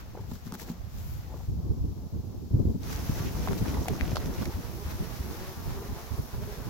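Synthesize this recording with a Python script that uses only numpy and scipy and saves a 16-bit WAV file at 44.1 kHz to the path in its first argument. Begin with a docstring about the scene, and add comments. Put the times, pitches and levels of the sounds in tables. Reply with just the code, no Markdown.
"""Wind buffets two microphone ports from the start, and throughout. A beekeeper lifts a wooden box
under a swarm hanging in a tree: cloth and leaves rub, and knocks ring the modes of the box.
At 2.8 s the branch is shaken. Wings and leaves burst into a rush of friction noise, twigs snap,
and falling bees patter into the box. From about 4.5 s the crinkling stops and the rush settles,
leaving the harmonic buzz of the flying swarm, with single bees passing close."""
import sys
import numpy as np
from scipy import signal
from scipy.fft import rfft, irfft, next_fast_len
from scipy.io import wavfile
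from scipy.ndimage import uniform_filter1d

SR = 44100
rng = np.random.default_rng(int(sys.argv[2]) if len(sys.argv) > 2 else 0)


def generate_wav(sig):
    """Save sig (samples, or channels by samples) to the path in sys.argv[1] as 16-bit PCM at SR."""
    pcm = np.round(np.clip(np.atleast_2d(sig).T, -1, 1) * 32767).astype(np.int16)
    wavfile.write(sys.argv[1], SR, pcm)


N = 295029
T = np.arange(N) / SR
SHAKE_S, SHAKE_RELEASE_S = 2.822, 0.2  # onset of the shaking; decay time of leaves and falling bees

# Levels in the tables are relative; pan_db is left minus right.
# spectrum of distant outdoor air: frequency_hz, level_db
AIR_SPECTRUM = [(100, 4.5), (400, -4), (750, -8.5), (1100, -14.5), (1600, -26), (3000, -39.5), (8000, -56)]
# spectrum of microphone hiss: frequency_hz, level_db
HISS_SPECTRUM = [(500, -10), (2000, -4.5), (3200, -1.5), (5600, 4.5), (7200, 2.5), (10000, -4), (12500, 1),
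                 (16000, -0.5)]
# spectrum of large eddies: frequency_hz, level_db
LARGE_EDDY_SPECTRUM = [(20, -31), (40, -3.5), (64, 3.5), (110, -1.5), (160, -8.5), (230, -16), (400, -42),
                       (1000, -43), (2000, -78)]
# spectrum of small eddies: frequency_hz, level_db
SMALL_EDDY_SPECTRUM = [(80, -5.5), (180, 3), (260, 0), (350, -4), (450, -9), (600, -25.5), (1000, -37),
                       (2000, -61.5)]
# gusts on the ports: start_s, length_s, large_eddy_db, small_eddy_db, pan_db
WIND_GUSTS = [(0, 0.18, -44, -60, 4), (0.189, 0.18, -37.5, -50.5, 6.5), (0.426, .1, -40.5, -67, 10),
              (0.614, 0.064, -47, -49, 2), (0.782, 0.11, -37.5, -69, -6), (0.924, 0.28, -35.5, -74, 0.5),
              (1.223, 0.24, -38, -71, 7), (1.478, 0.13, -29, -41.5, 1.5), (1.628, 0.12, -30.5, -38, 2.5),
              (1.767, 0.16, -30, -41, 3), (1.96, 0.11, -35.5, -48, 0), (2.125, 0.08, -31.5, -39.5, 0.5),
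              (2.238, 0.085, -35.5, -39.5, -4), (2.342, 0.14, -38.5, -44, 0.5),
              (2.509, 0.13, -26.5, -31.5, 2.5), (2.648, 0.072, -26, -30.5, 2),
              (2.745, 0.021, -30, -29.5, 5), (2.793, 0.34, -35, -40.5, 0.5), (3.092, 0.22, -33, -42, 3),
              (3.344, 0.11, -30, -41.5, 3), (3.474, 0.093, -33, -32.5, -3.5),
              (3.606, 0.028, -21.5, -34.5, 3), (3.676, 0.083, -32.5, -32.5, 3.5),
              (3.76, 0.063, -30, -43, 2), (3.894, 0.046, -30, -30.5, -8), (4.027, 0.12, -32, -40.5, 9),
              (4.174, 0.16, -34, -39.5, -0.5), (4.382, 0.046, -30, -28, 5), (4.451, 0.048, -32, -38, -3),
              (4.534, 0.073, -35, -41, 3.5), (4.64, 0.075, -35.5, -48, -7), (4.733, 0.043, -34.5, -51, -3),
              (4.792, .04, -36, -50, -10), (4.849, 0.045, -32, -44, 1), (4.908, 0.067, -34, -43.5, 0.5),
              (4.999, 0.029, -32, -33.5, -1.5), (5.046, 0.12, -37, -48, -16), (5.195, 0.018, -34, -39.5, 3),
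              (5.237, 0.1, -38, -42, -1.5), (5.364, 0.087, -39.5, -46.5, -1.5), (5.472, 0.025, -35, -48, 4),
              (5.565, 0.13, -38.5, -45, 0), (5.656, 0.075, -31.5, -40.5, -1.5),
              (5.745, 0.067, -35.5, -42.5, 0.5), (5.841, 0.023, -40, -40, -4),
              (5.886, 0.053, -32, -44.5, -0.5), (5.959, 0.02, -38, -43, -6), (6.026, 0.016, -38, -44, 0),
              (6.06, 0.027, -43, -54, -18), (6.109, 0.043, -30.5, -43, -10.5), (6.18, 0.026, -30, -33, 8),
              (6.223, 0.033, -41, -44, -9), (6.332, 0.11, -32.5, -51, -2), (6.428, 0.06, -37.5, -45, -2),
              (6.51, 0.023, -37.5, -55, -8), (6.574, 0.049, -35.5, -46.5, -1),
              (6.648, 0.057, -35, -41, -1.5)]
# puffs of air on the ports: centre_s, level_db, pitch_hz, pan_db
AIR_PUFFS = [(1.704, -16, 67.3, -7), (1.81, -19.5, 59, -6), (1.845, -22, 64.6, -8), (2.19, -25, 76, -2),
             (2.548, -9, 104, 2), (2.6, -18, 108, -1), (2.676, -12.5, 94, 4), (3.098, -16.5, 117, 2),
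             (3.209, -18.5, 122, -2), (3.63, -16, 83, 5), (3.795, -16, 82, 5), (4.031, -15.5, 56, 3),
             (4.105, -22, 100, 4), (4.135, -17, 100, -4), (4.553, -22, 64, -2), (4.861, -23.5, 60.6, -3),
             (5.006, -18.5, 85, 3), (5.208, -19, 70.5, 1), (5.246, -33, 72, 4), (6.195, -16.5, 81, -2)]
# spectrum of sliding cloth and leaves: frequency_hz, level_db
BRUSH_SPECTRUM = [(300, 12.4), (1000, 5.8), (2500, 3.4), (5500, 7.8), (7500, 11), (10000, 1), (13000, 8.1),
                  (16000, 6.6)]
# sleeves, leaves and twigs brushing past: centre_s, half_width_s, level_db
BRUSHES = [(.005, 0.015, -53), (.212, 0.0048, -52), (.335, 0.066, -52), (.47, 0.038, -53),
           (.546, 0.017, -43), (.612, 0.037, -41), (.695, 0.047, -48), (.98, 0.083, -53.5),
           (1.11, 0.13, -54.5), (1.39, 0.21, -60.5), (2.7, 0.29, -59), (3.585, 0.019, -40.5)]
# short hollow creaks of the box: centre_s, half_width_s, level_db
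CREAKS = [(.153, 0.0064, -44), (.175, 0.0051, -41), (.193, 0.018, -49.5), (.237, 0.0033, -45),
          (.545, 0.035, -48.5), (.615, 0.022, -50.5), (.69, 0.033, -51.5), (1.325, 0.041, -51),
          (1.343, 0.0034, -41), (1.365, 0.017, -50), (1.405, 0.014, -51)]
# low modes of the box: pitch_hz, t60_s, level_db
BOX_MODES = [(189, 0.14, -2.5), (234, 0.099, 0), (298, 0.023, -8)]
# dull bumps of the box against the hand: start_s, level_db, pan_db
BOX_BUMPS = [(0.317, -19.5, 0), (.468, -23, 1), (0.525, -22, -1), (0.541, -24.5, 1), (0.7, -16, 1),
             (2.653, -14.5, -3), (2.748, -16, -4), (3.904, -24, -17), (4.389, -31, 7)]
# taps of hand, twigs and clumps of bees on the box: start_s, ring_db, pitch_hz, crack_db, t60_s
BOX_TAPS = [(.314, -36, 890, -38, 0.04), (.355, -41, 1240, -42, 0.034), (.467, -44, 1300, -40, .02),
            (.475, -40, 1300, -38, .02), (0.545, -38, 1100, -36, 0.016), (0.686, -38, 1730, -53, 0.056),
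            (0.698, -45, 1000, -37.5, 0.025), (3.477, -28, 844, -44, 0.04), (3.512, -33, 900, -44, .025),
            (3.533, -33, 1030, -42, 0.025), (3.656, -29.5, 900, -44, 0.054), (3.741, -37, 2100, -35, 0.033),
            (3.746, -29, 990, -40, .03), (3.774, -35, 810, -41, 0.03), (3.889, -37, 804, -29, .04),
            (3.951, -35, 950, -42, .02), (4.156, -25, 690, -26, 0.034), (4.171, -32, 900, -31, 0.052),
            (4.421, -30.5, 775, -34, 0.047), (4.427, -30, 1320, -39, 0.025)]
# ticks of twigs and bees striking: start_s, swing_db, pitch_hz, decay_s, crack_db, crack_hz, pan_db
TWIG_SNAPS = [(.5224, -33.5, 1200, 0.00073, -27, 7000, 2), (0.5397, -38, 1310, 0.00046, -29, 9000, 3),
              (0.552, -36, 1330, 0.00053, -36, 5500, 2), (0.597, -34, 1800, 0.00032, -38, 9000, 3),
              (2.833, -49, 2200, .0004, -35, 5000, 4), (2.928, -41, 2000, 0.00073, -29, 5700, -10),
              (2.961, -47, 2000, .0004, -29, 6100, 0), (3.4747, -20, 930, 0.00043, -37, 4000, 0),
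              (3.4857, -21, 1890, 0.00014, -38, 3600, -2), (3.5234, -31, 1170, 0.0003, -32, 5000, 12),
              (3.5292, -39, 1500, .0004, -31, 5000, 14), (3.532, -22.5, 1080, 0.0002, -31, 6000, 14),
              (3.7708, -30, 860, .0012, -42, 4000, -2), (3.8575, -31.5, 880, 0.00095, -34, 4030, 0),
              (3.8818, -24, 730, 0.0018, -28, 5000, 5), (3.8842, -20.5, 2220, 0.00024, -18, 7540, 2),
              (4.0101, -18.5, 2060, 0.0004, -24.5, 2680, 3), (4.158, -37, 1200, 0.00093, -25.5, 5800, 0),
              (4.1594, -27.5, 1320, 0.00061, -23.5, 4000, -1), (4.1675, -25, 1500, .0004, -29, 5000, -7),
              (4.1689, -17.5, 1000, 0.00029, -23, 4170, 1), (4.259, -36, 2000, .0004, -28.5, 5000, 1),
              (4.4548, -33, 1800, 0.00036, -26, 6000, -5), (4.4577, -32, 2220, 0.00052, -29.5, 6000, -5)]
# resonances of a crinkling leaf: centre_hz, width_hz, level_db
LEAF_MODES = [(1090, 420, 0.5), (1690, 860, -3), (2420, 1000, -3), (6000, 1500, -3.5)]
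# spectrum of bees landing in the box: frequency_hz, level_db
PATTER_SPECTRUM = [(100, -41), (280, -6), (420, 9), (550, 9.5), (750, 9), (1300, -7), (2500, -25),
                   (6000, -17), (14000, -48)]
# spectrum of wings and leaves rustling: frequency_hz, level_db
RUSH_SPECTRUM = [(200, 10), (500, 4), (900, 8.5), (1600, 5), (3000, 0), (4400, 0.5), (5800, 4), (7000, 1.5),
                 (10000, 0), (12500, 2.5), (14000, 0.5), (16000, 0.5)]
# leafy twigs swinging through the air: centre_s, half_width_s, level_db
TWIG_SWISHES = [(2.85, 0.054, -46.5), (2.93, 0.011, -40.5), (3.15, 0.12, -43.5), (4.42, 0.037, -44.5),
                (4.91, 0.02, -45.5), (5.25, 0.96, -48), (6.5, 0.96, -51)]
# bees passing close: centre_s, wingbeat_hz, level_db, half_width_s, bend_ratio, upper_db, upper_hz
BEE_PASSES = [(3.215, 228, -51.5, 0.023, .03, 10, 1180), (3.51, 200, -45.5, 0.051, 0.004, -12, 800),
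              (3.67, 186, -55, .025, .02, 8, 930), (3.721, 214, -49.5, 0.025, -.02, 7, 860),
              (3.903, 215, -36, 0.012, -0.1, -21, 800), (4.098, 200, -58, 0.018, 0, 1, 905),
              (4.3, 190, -52, 0.023, .02, -1, 750), (4.663, 215, -54, 0.031, 0.012, -8, 850),
              (4.898, 207, -49, 0.027, 0.04, 11, 850), (5.033, 211, -45.5, 0.0277, .09, -21, 1100),
              (5.317, 207, -57, .025, -0.02, 10, 1040), (5.412, 186, -46, 0.022, .05, -8, 910),
              (5.512, 188, -48, .022, -.01, -10, 755), (5.593, 231, -53, .025, .02, 12, 1140),
              (5.714, 186, -58, 0.027, -0.02, 2, 1100), (5.84, 199, -53, 0.056, .04, 0, 1080),
              (5.89, 207, -49.5, 0.027, .04, -9, 820), (6.029, 228, -59, .022, 0, 12, 920),
              (6.121, 172, -53, 0.017, -0.02, -3, 860), (6.427, 205, -46, 0.027, .12, -11, 1150),
              (6.494, 204, -41, 0.011, 0.043, -14, 800), (6.627, 210, -52, 0.028, -0.03, -2, 1280)]
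# spectral envelope of the buzz: frequency_hz, level_db
BUZZ_SPECTRUM = [(120, -19), (210, -14.5), (340, 4.5), (430, 0.5), (520, -2.5), (620, -9), (850, -4.5),
                 (1300, -11.5), (2200, -21.5), (5000, -28)]
# bands of the buzz that flare as bees turn: centre_hz, width_hz
BUZZ_BANDS = [(345, 71), (410, 100), (480, 90), (800, 180), (1100, 320), (1550, 290)]
# response of the duller right port: frequency_hz, gain_db
RIGHT_RESPONSE = [(100, 2), (400, -1), (4500, 0.5), (8000, -2), (15000, -4)]


def undb(db):
    """Amplitude ratio for a level in decibels."""
    return 10 ** (np.asarray(db) / 20)


def unit(x):
    """Normalisation to an rms of 1."""
    return x / np.sqrt(np.mean(x ** 2) + 1e-20)


def steady(x, span_s):
    """Division by the running rms evens out the level."""
    return x / np.sqrt(uniform_filter1d(x ** 2, int(span_s * SR)) + 1e-12)


def colour(x, points):
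    """Spectral shaping by a curve of (frequency_hz, level_db) points."""
    hz, db = np.transpose(points)
    size = next_fast_len(N + 4096)
    bin_hz = np.maximum(np.fft.rfftfreq(size, 1 / SR), 1)
    gain = undb(np.interp(np.log(bin_hz), np.log(hz), db))
    return irfft(rfft(x, size) * gain, size)[..., :N]


def ring(x, hz, width_hz):
    """Second-order resonance, gain 1 at its centre."""
    return signal.lfilter(*signal.iirpeak(hz, hz / width_hz, fs=SR), x)


def ring_twice(x, hz, width_hz):
    """Two equal resonances in cascade give steeper skirts."""
    return ring(ring(x, hz, width_hz), hz, width_hz)


def walk(rate_hz):
    """Slow random modulation with a spread near 1."""
    knots = rng.standard_normal(1024)
    return 1.2 * np.interp(T * rate_hz, np.arange(len(knots)), knots)


def noise():
    """Uncorrelated white noise at the two ports."""
    return rng.standard_normal((2, N))


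def blend(pair, correlation):
    """Mid-side mixing correlates two independent channels."""
    c = np.clip(correlation, -.99, .99)
    mid, side = np.sqrt((1 + c) / 2) * pair[0], np.sqrt((1 - c) / 2) * pair[1]
    return np.array([mid + side, mid - side])


def pan(db):
    """Constant-power gains for a left-minus-right level difference."""
    gains = undb(np.array([[.5], [-.5]]) * db)
    return gains / np.sqrt(np.mean(gains ** 2, axis=0))


def grains(per_s, spread_db):
    """Shot noise: tiny random impacts, a few much larger than the rest."""
    sizes = undb(spread_db * np.minimum(rng.exponential(size=(2, N)), 5))
    hits = rng.random((2, N)) < per_s / SR
    return unit(hits * sizes * np.sign(noise()))


def swells(rows):
    """Gaussian envelopes summed from rows of (centre_s, half_width_s, level_db)."""
    return sum(undb(db) * np.exp(-2 * ((T - s) / width) ** 2) for s, width, db in rows)


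def envelope(start_s, length_s, attack_s, release_s):
    """Linear rise, a hold until the length is over, then exponential decay."""
    rise = np.clip((T - start_s) / attack_s, 0, 1)
    return rise * np.exp(-np.maximum(T - start_s - length_s, 0) / release_s)


def damping(age, t60_s):
    """Exponential decay, 60 dB down after t60_s."""
    return np.exp(-np.log(1000) * age / t60_s)


def at_peak(x, db):
    """Normalisation to a peak level."""
    return undb(db) * x / abs(x).max()


def falling():
    """Flux of bees off the branch, 0-1: it builds, holds and dries up."""
    return envelope(SHAKE_S, length_s=1.43, attack_s=0.65, release_s=SHAKE_RELEASE_S)


def background():
    """Noise floor: distant outdoor air and the steady self-noise of the microphone."""
    air = unit(colour(blend(noise(), 0.45), AIR_SPECTRUM)) * undb(-50.5 + 1.3 * walk(12))
    hiss = unit(colour(noise(), HISS_SPECTRUM)) * undb(-58) * pan(2.4)
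    return air + hiss


def wind(attack_s=0.011, release_s=0.012):
    """Turbulence strikes each port on its own: large eddies thud, small ones flutter."""
    # a light breeze, the draught of the falling bees and the gusts add in power
    draught = falling()
    thud_power = undb(-49) ** 2 + (undb(-39.5) * draught) ** 2
    flutter_power = undb(-62.5) ** 2 + (undb(-40.5) * draught) ** 2
    for start_s, length_s, large_db, small_db, pan_db in WIND_GUSTS:
        gust = envelope(start_s - attack_s / 2, length_s, attack_s, release_s) * pan(pan_db)
        thud_power = thud_power + (undb(large_db) * gust) ** 2
        flutter_power = flutter_power + (undb(small_db) * gust) ** 2
    large = steady(blend(colour(noise(), LARGE_EDDY_SPECTRUM), 0.028), span_s=0.0464)
    small = unit(colour(noise(), SMALL_EDDY_SPECTRUM) * undb(3.87 * np.array([walk(60), walk(60)])))
    thud = large * np.sqrt(thud_power) * undb(-1.74 + 0.77 * walk(24))
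    return thud + small * np.sqrt(flutter_power) * undb(1)


def puffs(half_width_cycles=0.67, gain_db=-4, skew_cycles=0.13):
    """A puff is a pressure wave packet of a cycle or two, a little out of phase between the ports."""
    out = np.zeros((2, N))
    draws = rng.standard_normal((len(AIR_PUFFS), 2))
    for (centre_s, db, hz, pan_db), (offset, lag) in zip(AIR_PUFFS, draws):
        near = abs(T - centre_s) < .06
        cycles = (T[near] - centre_s) * hz
        phase = cycles + offset + skew_cycles * lag * np.array([[1], [-1]])
        packet = np.exp(-(cycles / half_width_cycles) ** 2) * np.cos(2 * np.pi * phase)
        out[:, near] += undb(db + gain_db) * pan(pan_db) * packet
    return out


def handling():
    """Stick-slip friction: cloth and leaves slide near the left port; the box rubs and creaks."""
    lifting = np.interp(T, [1.44, 1.52], [1, 0])
    slips = unit(colour(noise() + 1.15 * grains(1500, 3.4), BRUSH_SPECTRUM))
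    brush = slips * (undb(-63) * lifting + swells(BRUSHES)) * pan(3.2)
    # a sleeve sliding lightly up the arm gives only a high whisper
    sleeve = unit(ring_twice(noise(), 13000, 6000)) * swells([(1.085, 0.19, -54.5)]) * pan(7.8)
    # a brief burst of noise at the very start, then a soft steady rub
    rub_level = undb(-61) * lifting + undb(-50.5) * np.exp(-T / 0.018)
    rub = unit(ring(ring(noise(), 990, 2100), 990, 2200)) * rub_level * undb(1.5 * walk(13.9))
    friction = blend(noise(), 0.99)
    upper = ring(ring(friction, 876, 160), 730, 180)
    lower = ring(ring(friction, 430, 190), 290, 250)
    creak = unit(upper + 0.92 * lower) * swells(CREAKS) * undb(1.5)
    return brush + sleeve + rub + creak


def bumps(gain_db=-9, contact_s=0.0013, detune=0.045):
    """Modal vibration: a soft blow excites the damped low modes of the wooden box."""
    out = np.zeros((2, N))
    age = T[:8192]
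    push = 1 - np.exp(-age / contact_s)
    for start_s, db, pan_db in BOX_BUMPS:
        modes = 0
        for hz, t60_s, mode_db in BOX_MODES:
            pitch_hz = hz * (1 + detune * rng.standard_normal())
            modes += undb(mode_db) * damping(age, t60_s) * np.sin(2 * np.pi * pitch_hz * age)
        start = int(start_s * SR)
        out[:, start:start + len(age)] += pan(pan_db) * at_peak(push * modes, db + gain_db)
    return out


def taps(ring_gain_db=-2, crack_gain_db=-1, quality=1.33):
    """Impact excitation: a short crunch rings the wall of the box, with a bright crack on top."""
    out, size = np.zeros((2, N)), 4096
    draws = rng.standard_normal((len(BOX_TAPS), 2, size))
    for (start_s, ring_db, hz, crack_db, t60_s), white in zip(BOX_TAPS, draws):
        crunch = white * damping(T[:size], t60_s)
        wall = ring_twice(blend(crunch, 0.32), hz, hz / quality)
        # the shorter the contact, the wider the band of its crack
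        crack = ring(blend(crunch, 0.11), 4000, np.clip(90 / t60_s, 1000, 12000))
        tap = at_peak(wall, ring_db + ring_gain_db) + at_peak(crack, crack_db + crack_gain_db)
        start = int(start_s * SR)
        out[:, start:start + size] += tap
    return out


def snaps(crack_t60_s=0.0076, lag_s=0.00015):
    """A snap is a heavily damped oscillation, later at the right port, with a splintering crack."""
    out, size = np.zeros((2, N)), 1024
    age = np.maximum(T[:size] - np.array([[0], [lag_s]]), 0)
    draws = rng.standard_normal((len(TWIG_SNAPS), 2, size))
    for (start_s, db, hz, decay_s, crack_db, crack_hz, pan_db), white in zip(TWIG_SNAPS, draws):
        swing = age * np.exp(-age / decay_s) * np.sin(2 * np.pi * hz * age)
        splinters = blend(white, 0.27) * damping(age, crack_t60_s)
        crack = ring_twice(splinters, crack_hz, 1.2 * crack_hz)
        start = int(start_s * SR)
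        out[:, start:start + size] += pan(pan_db) * (at_peak(swing, db) + at_peak(crack, crack_db))
    return out


def leaves(spurt_db=10.5):
    """Random impulses excite each resonance of the stiff leaves in spurts while the branch shakes."""
    crinkle = sum(ring(grains(650, 3.2), hz, width_hz) * undb(db + spurt_db * np.tanh(walk(26)))
                  for hz, width_hz, db in LEAF_MODES)
    shaking = envelope(SHAKE_S, length_s=1.73, attack_s=0.18, release_s=SHAKE_RELEASE_S)
    clumps = undb(3 * np.tanh(walk(19)))
    return unit(blend(crinkle, 0.32) * clumps) * undb(-52) * shaking


def patter(stream_db=-50, stragglers_db=-56):
    """Shot noise of falling bees, filtered by the floor of the box; stragglers keep landing."""
    landing = undb(stream_db) * falling() + undb(stragglers_db) * (T > SHAKE_S)
    impacts = blend(grains(320, 2.6), 0.55)
    return unit(colour(impacts, PATTER_SPECTRUM)) * landing


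def rush(attack_s=0.086, settle_s=2.04):
    """Friction of thousands of wings, legs and leaves sums to broadband noise, most sibilant at first."""
    burst = undb(-44.5) * envelope(SHAKE_S, attack_s, attack_s, settle_s)
    settled = undb(-51.5) * np.clip((T - SHAKE_S) / attack_s, 0, 1)
    rustle = unit(colour(noise() + 0.7 * grains(1600, 1.5), RUSH_SPECTRUM))
    sibilance = ring(rustle, 6100, 1100) * np.interp(T, [3.15, 3.5], [.4, 0])
    # knots of bees tumble through the leaves and make the middle of the hiss flutter
    tumbling = ring(rustle, 1900, 4400) * 0.22 * walk(21)
    level = np.hypot(burst + settled, swells(TWIG_SWISHES)) * undb(0.5 * walk(22))
    return blend(rustle + sibilance + tumbling, 0.029) * level


def wingbeat(hz):
    """One sharp push of air per wing stroke: a pulse train, and so a harmonic series."""
    phase = np.cumsum(hz) / SR + rng.random()
    return np.diff(phase % 1, prepend=phase[0] % 1)


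def close_bees(doppler=.02, waver=.018):
    """Spherical spreading swells a passing bee; its turn and the Doppler shift bend its pitch."""
    out = 0
    for centre_s, hz, db, half_width_s, bend, upper_db, upper_hz in BEE_PASSES:
        along = (T - centre_s) / half_width_s  # place on the path, in units of the closest distance
        beat = wingbeat(hz * (1 + (bend - doppler) * np.tanh(along) + waver * walk(50)))
        # the second harmonic, one push for each half stroke, carries furthest
        hum = unit(ring(ring(beat, 390, 150), 440, 450))
        # which upper harmonics speak depends on the bee's heading
        upper = undb(upper_db) * unit(ring(ring(beat, upper_hz, 420), 840, 1700))
        nearness = np.exp(-(along / 2) ** 2) / np.hypot(1, along)  # 1/distance, faded at both ends
        out = out + unit(hum + upper) * undb(db + 1.05 * walk(50)) * nearness
    return out * pan(4.2)


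def swarm(count=17, beat_hz=199, nearness_db=20, flare_db=6, takeoff_s=0.11):
    """Incoherent sources add: each bee has its own wandering wingbeat and swells as it comes near."""
    chorus = np.zeros((2, N))
    for detune, side in zip(np.linspace(-.2, .2, count), rng.standard_normal(count)):
        pitch_hz = beat_hz * np.exp(detune + .055 * walk(15) + .013 * walk(80))
        bee = wingbeat(pitch_hz) * undb(nearness_db * np.tanh(.45 * walk(23)))
        # a bee off to one side reaches the ports at different moments
        chorus += np.array([bee, np.roll(bee, int(8 * side))])
    buzz = steady(colour(chorus, BUZZ_SPECTRUM), span_s=0.5)
    # directivity: bands flare and fade separately as slow and fast bees turn toward the ports
    for hz, width_hz in BUZZ_BANDS:
        band_gain = undb(flare_db * np.tanh(walk(18)) - 2)
        buzz = buzz + ring(buzz, hz, width_hz) * (band_gain - 1)
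    airborne = 1 - np.exp(-np.maximum(T - SHAKE_S, 0) / takeoff_s)
    return buzz * undb(-48 + walk(13)) * airborne


def scene():
    """Superposition of all sources at the two ports."""
    return (wind() + puffs() + handling() + bumps() + rush() + leaves() + patter()
            + swarm() + close_bees() + taps() + snaps() + background())


def record(dry):
    """Cancellation at the ports notches the treble; the right is duller, and a low-pass cuts the top."""
    notched = dry - 0.64 * ring(dry, hz=8480, width_hz=4200)
    ports = np.array([notched[0], colour(notched[1], RIGHT_RESPONSE)])
    low_pass = signal.ellip(10, .2, 70, 15900, fs=SR, output="sos")
    return signal.sosfilt(low_pass, ports)


dry = scene()
out = record(dry)
generate_wav(out)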